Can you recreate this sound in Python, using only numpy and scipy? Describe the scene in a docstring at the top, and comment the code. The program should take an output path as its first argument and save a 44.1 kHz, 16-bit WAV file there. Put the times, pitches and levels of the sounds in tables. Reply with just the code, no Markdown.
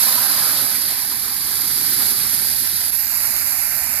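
"""A paved yard, where water hits burning fat in a steel trough: a fireball roars up and sinks
back to a low, sizzling fire. Steam hisses, bursting droplets crackle and spit, and a far engine's
hum and a little wind sit underneath. The hand-held recorder has two differently ringing
microphone ports; near the end a hand shades both, the right fully and the left partly."""
import sys
import numpy as np
from scipy import signal
from scipy.fft import rfft, irfft
from scipy.io import wavfile
from scipy.ndimage import uniform_filter1d

SR = 44100
rng = np.random.default_rng(int(sys.argv[2]) if len(sys.argv) > 2 else 0)


def master(y):
    """Save y as 16-bit WAV."""
    cut = np.clip(np.atleast_2d(y).T, -1, 1)
    pcm = np.round(cut * 32767)  # scale
    wavfile.write(sys.argv[1], SR, pcm.astype(np.int16))


N = 176400
T = np.arange(N) / SR
HZ = np.arange(N // 2 + 1) * SR / N


def from_db(db):
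    """Decibels to gain."""
    return 10 ** (np.asarray(db) / 20)


def rms_one(x):
    """Scale to unit power."""
    return x / np.sqrt(np.mean(x ** 2) + 1e-20)


def in_time(rows, t=T):
    """The columns of an automation curve at the times t."""
    times, *columns = np.transpose(rows)
    return [np.interp(t, times, column) for column in columns]


def at_hz(points, hz):
    """Read a curve on a log-frequency axis."""
    point_hz, value = np.transpose(points)
    return np.interp(np.log(hz + 1), np.log(point_hz), value)


def bell(hz, centre_hz, width):
    """An EQ bell of height 1 in log frequency."""
    return np.exp(-(np.log((hz + 1) / centre_hz) / width) ** 2)


def bumps(rows):
    """Smooth brief swells in dB, from rows of (time [s], height [dB], half length [s])."""
    return sum(db * np.exp(-((T - s) / half) ** 2) for s, db, half in rows)


def drift(rate_hz):
    """Smooth random modulation of unit power, rolling off above rate_hz."""
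    return rms_one(irfft(rfft(rng.standard_normal(N)) / (1 + (HZ / rate_hz) ** 2), N))


def spread(pair, spectrum):
    """Colour two unrelated signals and mix them as mid and side into partly alike left and right."""
    # likeness of the two sides: (frequency [Hz], correlation [0-1])
    likeness = [(50, 0.96), (250, 0.69), (550, 0.43), (1500, 0.82), (2900, 0.37), (3600, 1), (4300, 0.4),
                (6000, 0.59), (9000, 0.3)]
    mid, side = rfft(pair) * from_db(at_hz(spectrum, HZ))
    alike = np.clip(at_hz(likeness, HZ), 0, 1)
    return irfft(np.sqrt((1 + alike) / 2) * mid + np.sqrt((1 - alike) / 2) * side * [[1], [-1]], N)


def turbulence(spectrum, flutter_db, flutter_hz):
    """Stereo noise whose level flutters quickly around a steady mean."""
    flutter = drift(flutter_hz)
    flutter = rms_one(flutter - uniform_filter1d(flutter, size=SR // 7))
    return spread(rng.standard_normal((2, N)), spectrum) * from_db(flutter_db * flutter)


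def flames():
    """The billowing rumble and the brighter roar of the fire column."""
    # fader rides of the fire: (time [s], relative rumble level [dB], relative roar level [dB])
    rides = [(0, -44.5, -34), (.13, -42.5, -32), (.42, -41, -31), (.65, -42.5, -34.5), (.95, -47, -37),
             (1.3, -49.5, -38), (1.6, -43.5, -39), (2.03, -41.5, -40.5), (2.3, -42.5, -39),
             (2.5, -46.5, -40.5), (2.75, -45, -40.5), (3.02, -54.5, -41.5), (3.25, -49, -36.5),
             (3.6, -50, -35.5), (4, -49, -36)]
    # colour of the rumble: (frequency [Hz], level [dB])
    rumble_colour = [(30, -46), (60, -13.5), (115, 1), (255, -1.5), (390, -2.5), (700, -22.5), (2000, -26)]
    # colour of the roar: (frequency [Hz], level [dB])
    roar_colour = [(40, -53), (150, -31), (450, -3), (820, 0), (1250, -0.4), (3000, -3.5), (5000, -9),
                   (12000, -45)]
    # the roar surges as the column billows: (time [s], boost [dB])
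    surges = [(1.139, 0.5), (1.52, 1.5), (2.02, 6)]
    rumble_trim_db, roar_trim_db, surge_half_s = 21.5, 12.5, 0.029
    rumble_db, roar_db = in_time(rides)
    surge_db = bumps([(s, db, surge_half_s) for s, db in surges])
    rumble = turbulence(rumble_colour, flutter_db=1.24, flutter_hz=13.0)
    roar = turbulence(roar_colour, flutter_db=1.22, flutter_hz=35.6)
    return (from_db(rumble_trim_db + rumble_db) * rumble
            + from_db(roar_trim_db + roar_db + surge_db) * roar)


def churn(fire, swing_db=2.5, rate_hz=11):
    """Eddies of different size swell and fade each on their own, shifting the colour of the flames."""
    centres_hz = 100 * 2 ** (np.arange(13) / 2.4)
    spectrum = rfft(fire)
    bands = [irfft(spectrum * at_hz(np.c_[centres_hz, share], HZ), N)
             for share in np.eye(len(centres_hz))]
    return sum(band * from_db(swing_db * drift(rate_hz)) for band in bands)


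def sizzle():
    """Steam hiss and a dense crackle of bursting droplets, riding one fader."""
    # strength of the steam: (time [s], level [dB])
    steam = [(0, -17), (.2, -20), (.48, -20), (.8, -22.5), (1.15, -25), (1.38, -25), (1.46, -23.5),
             (1.8, -21.5), (2.1, -20), (2.17, -21.5), (2.78, -23), (2.95, -24), (3.3, -22.5), (4, -24)]
    # as the steam thins, droplets stand out: (time [s], level against the steam [dB], bursts [1/s])
    crackle = [(0, -11.5, 6900), (1.9, -10, 4100), (2.5, -6.5, 1200), (4, -6.5, 1270)]
    # colour of both hiss and crackle: (frequency [Hz], level [dB])
    colour = [(40, -57), (200, -29), (1000, -9), (2200, 0), (4000, 0.23)]
    hiss_trim_db, size_spread_db = -1.5, 2.5
    crackle_db, per_s = in_time(crackle)
    sizes = from_db(size_spread_db * np.minimum(rng.exponential(1, N), 4))
    bursts = rng.standard_normal((2, N)) * sizes * (rng.random(N) < per_s / SR)
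    bursts = rms_one(bursts / np.sqrt(per_s))  # equal power, dense or sparse
    hiss = from_db(hiss_trim_db) * turbulence(colour, flutter_db=0.62, flutter_hz=50)
    return from_db(in_time(steam)[0]) * (hiss + from_db(crackle_db) * spread(bursts, colour))


def hum(pitch_hz=78):
    """The low hum of a far engine: one slightly wavering sine."""
    # fade-in of the hum: (time [s], level [dB])
    ride = [(.2, -78), (.9, -52.5), (2.2, -49.5), (4, -49)]
    phase = 2 * np.pi * pitch_hz * T + 0.37 * drift(rate_hz=2)
    return from_db(in_time(ride)[0]) * np.sqrt(2) * np.sin(phase)


def wind():
    """Air buffets each port on its own."""
    # wind on the ports: (time [s], level [dB])
    ride = [(0, -84), (.8, -55), (2.2, -49.5), (4, -53)]
    # colour of the buffeting: (frequency [Hz], relative level [dB])
    colour = [(20, -24), (60, 6), (130, -15), (400, -54)]
    buffets = irfft(rfft(rng.standard_normal((2, N))) * from_db(at_hz(colour, HZ)), N)
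    return from_db(in_time(ride)[0]) * rms_one(buffets)


def snaps():
    """Short sharp snaps, each a slightly rounded click: spits of fat and one late tick."""
    # cues of the snaps: (time [s], level [dB])
    hits = [(2.45, -8), (2.503, -8), (2.816, -6), (2.842, -5.5), (2.904, -6), (2.947, -7), (3.07, -5),
            (3.204, -8), (3.773, -7)]
    clicks = np.zeros(N)
    for s, db in hits:
        clicks[int(s * SR)] += from_db(db)
    return np.convolve(clicks, [.5, 1, .5], "same")


def yard(direct, cutoff_hz=4800, wander_ms=0.11, wander_hz=0.83):
    """Dull reflections join the direct sound; their paths change as the flames and the holder sway."""
    # reflections from the trough, the holder and the yard: (delay [ms], level [dB])
    echoes = [(3.72, -18.5), (4.83, -17.5), (7.2, -17.5), (7.8, -18.5), (13.5, -28), (23, -24.5),
              (41, -16.5)]
    dull = signal.sosfilt(signal.butter(2, cutoff_hz, fs=SR, output="sos"), direct)
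    mix = direct
    for ms, db in echoes:
        sent = T - (ms + wander_ms * drift(wander_hz)) / 1000
        mix = mix + from_db(db) * np.array([np.interp(sent, T, side, left=0) for side in dull])
    return mix


def ground_db(hz, t):
    """The echo off the paving cancels three moving bands; a negative depth lifts the band instead."""
    # ground hollows: (time [s], lowest hollow [Hz], its depth [dB], depth of the second [dB])
    hollows = [(0, 396, 10, -4), (.7, 446, 6, 2.5), (1.15, 546, 15, 5.5), (1.8, 563, 7, 1),
               (2.25, 493, 6, -3), (2.5, 480, 9, 8), (2.95, 464, 22, 5.5), (3.3, 469, 22, 2),
               (4, 443, 24, 5)]
    low_hz, low_db, second_db = in_time(hollows, t)
    return -(low_db * bell(hz, low_hz, width=0.18)
             + second_db * bell(hz, low_hz * 2.52, width=0.13)
             + 2 * bell(hz, low_hz * 4.75, width=0.09))


def notch_db(hz, centre_hz, depth_db, width=0.12):
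    """A pointed notch, where two paths cancel."""
    offset = (np.log((hz + 1) / centre_hz) / width) ** 2
    return 10 * np.log10((offset + from_db(-depth_db) ** 2) / (offset + 1))


def port_db(colour, hand, shade, hz, t):
    """A port's own colour, with the hand's peaks and hollows fading in as it closes."""
    hand_db = sum(db * bell(hz, centre_hz, width) for centre_hz, db, width in hand)
    return at_hz(colour, hz) + in_time(shade, t)[0] * hand_db


def left_port(hz, t):
    """Gain and phase of the left port, which rings in the presence range and ends up partly shaded."""
    # colour of the open port: (frequency [Hz], gain [dB])
    colour = [(100, -2), (900, -3), (1600, 1), (2250, -4.5), (2750, -7.5), (3150, -13), (3550, -5),
              (4000, 5), (4650, 11.5), (5400, 5.5), (6200, -2.5), (6900, -4.5), (9200, -5.5), (11500, -5),
              (14400, -10.5)]
    # peaks and hollows at full shade: (frequency [Hz], gain [dB], width [relative])
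    hand = [(1280, -6.5, 0.35), (2250, 9, 0.14), (4200, -11.5, 0.31), (6500, 2.5, 0.067)]
    # how far the hand shades the port: (time [s], share [0-1])
    shade = [(2.88, 0), (2.915, 0.3), (3.78, 0.58), (3.815, 0.65)]
    # two notches creep up as the grip shifts: (time [s], lower [Hz], its depth [dB], upper [Hz])
    notches = [(0, 6700, 5, 9800), (1.2, 6850, 4, 10700), (2.8, 6850, 5, 10800), (3.05, 6700, 13, 10650),
               (3.65, 6900, 15, 10800), (3.85, 8250, 24, 12800)]
    # how far this port trails the right one: (frequency [Hz], phase [rad])
    lag = [(900, 0.29), (2000, 1.04), (2760, 0.65), (3400, -1), (3900, 0.4), (4750, 2.2), (6000, 4),
           (8000, 3), (11300, 10.5), (14000, 7.5)]
    low_hz, depth_db, high_hz = in_time(notches, t)
    cuts_db = notch_db(hz, low_hz, depth_db) + notch_db(hz, high_hz, depth_db=6)
    return from_db(port_db(colour, hand, shade, hz, t) + cuts_db) * np.exp(-1j * at_hz(lag, hz))


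def right_port(hz, t):
    """Gain of the right port, which rings in the high treble and ends up fully shaded."""
    # colour of the open port: (frequency [Hz], gain [dB])
    colour = [(100, 0), (1200, -1.5), (2100, 0.5), (2700, -2.5), (4900, 3), (5400, 1), (7600, 3.5),
              (8800, 0.5), (10300, 9), (11550, 17.5), (12600, 12.5), (14400, 5)]
    # peaks and hollows at full shade: (frequency [Hz], gain [dB], width [relative])
    hand = [(2230, 5, 0.087), (3530, -10.5, 0.21), (7100, 3, 0.07), (14200, -7.5, 0.079)]
    # how far the hand shades the port: (time [s], share [0-1])
    shade = [(2.87, 0), (2.95, 0.12), (3.12, 1)]
    # two notches deepen under the hand: (time [s], lower [Hz], depth of both [dB], upper [Hz])
    notches = [(2.87, 2790, 5, 4570), (3.04, 3450, 21, 4370), (3.15, 3270, 24, 3870), (4, 3250, 22, 4030)]
    low_hz, depth_db, high_hz = in_time(notches, t)
    cuts_db = notch_db(hz, low_hz, depth_db) + notch_db(hz, high_hz, depth_db)
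    return from_db(port_db(colour, hand, shade, hz, t) + cuts_db + finger_sweep_db(hz, t))


def finger_sweep_db(hz, t):
    """Fingers closing over the right port sweep a hollow and a peak upward: a filter swish."""
    # path of the swish: (time [s], hollow [Hz], depth [dB], peak [Hz], height [dB])
    sweep = [(2.88, 7000, 2, 10000, 3), (2.935, 7500, 5, 11000, 5), (2.99, 9100, 1, 13300, 5.5),
             (3.06, 10600, 10, 15000, 14), (3.12, 9500, 6, 14400, 6), (3.2, 8500, 2, 12000, 2.5),
             (3.62, 8500, -2, 13400, 3.5), (3.88, 8700, 1, 14300, 8)]
    hollow_hz, depth_db, peak_hz, height_db = in_time(sweep, t)
    return height_db * bell(hz, peak_hz, width=0.14) - depth_db * bell(hz, hollow_hz, width=0.06)


def scene():
    """Fire and sizzling fat in the yard, over a bed of hum and wind."""
    # fire and sizzle dip briefly: (time [s], depth [dB], half length [s])
    dips = [(2.145, 2.5, 0.015), (2.912, 6.5, 0.0088), (3.067, 3, 0.0071)]
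    fire = (churn(flames()) + sizzle()) * from_db(-bumps(dips))
    return yard(fire + snaps()) + hum() + wind()


def record(dry):
    """The ground echo and the two ports colour the sound; peaks are rounded and the top is cut."""
    ceiling, cutoff_hz = .88, 14550
    frames = dict(nperseg=1024, noverlap=768)
    hz, t, spectra = signal.stft(dry, SR, **frames)
    hz = hz[:, None]
    ports = np.array([left_port(hz, t), right_port(hz, t)])
    wet = signal.istft(spectra * ports * from_db(ground_db(hz, t)), SR, **frames)[1][:, :N]
    rounded = wet / (1 + (wet / ceiling) ** 12) ** (1 / 12)
    return irfft(rfft(rounded) / np.sqrt(1 + (HZ / cutoff_hz) ** 600), N)  # brick-wall low-pass


dry = scene()
out = record(dry)
master(out)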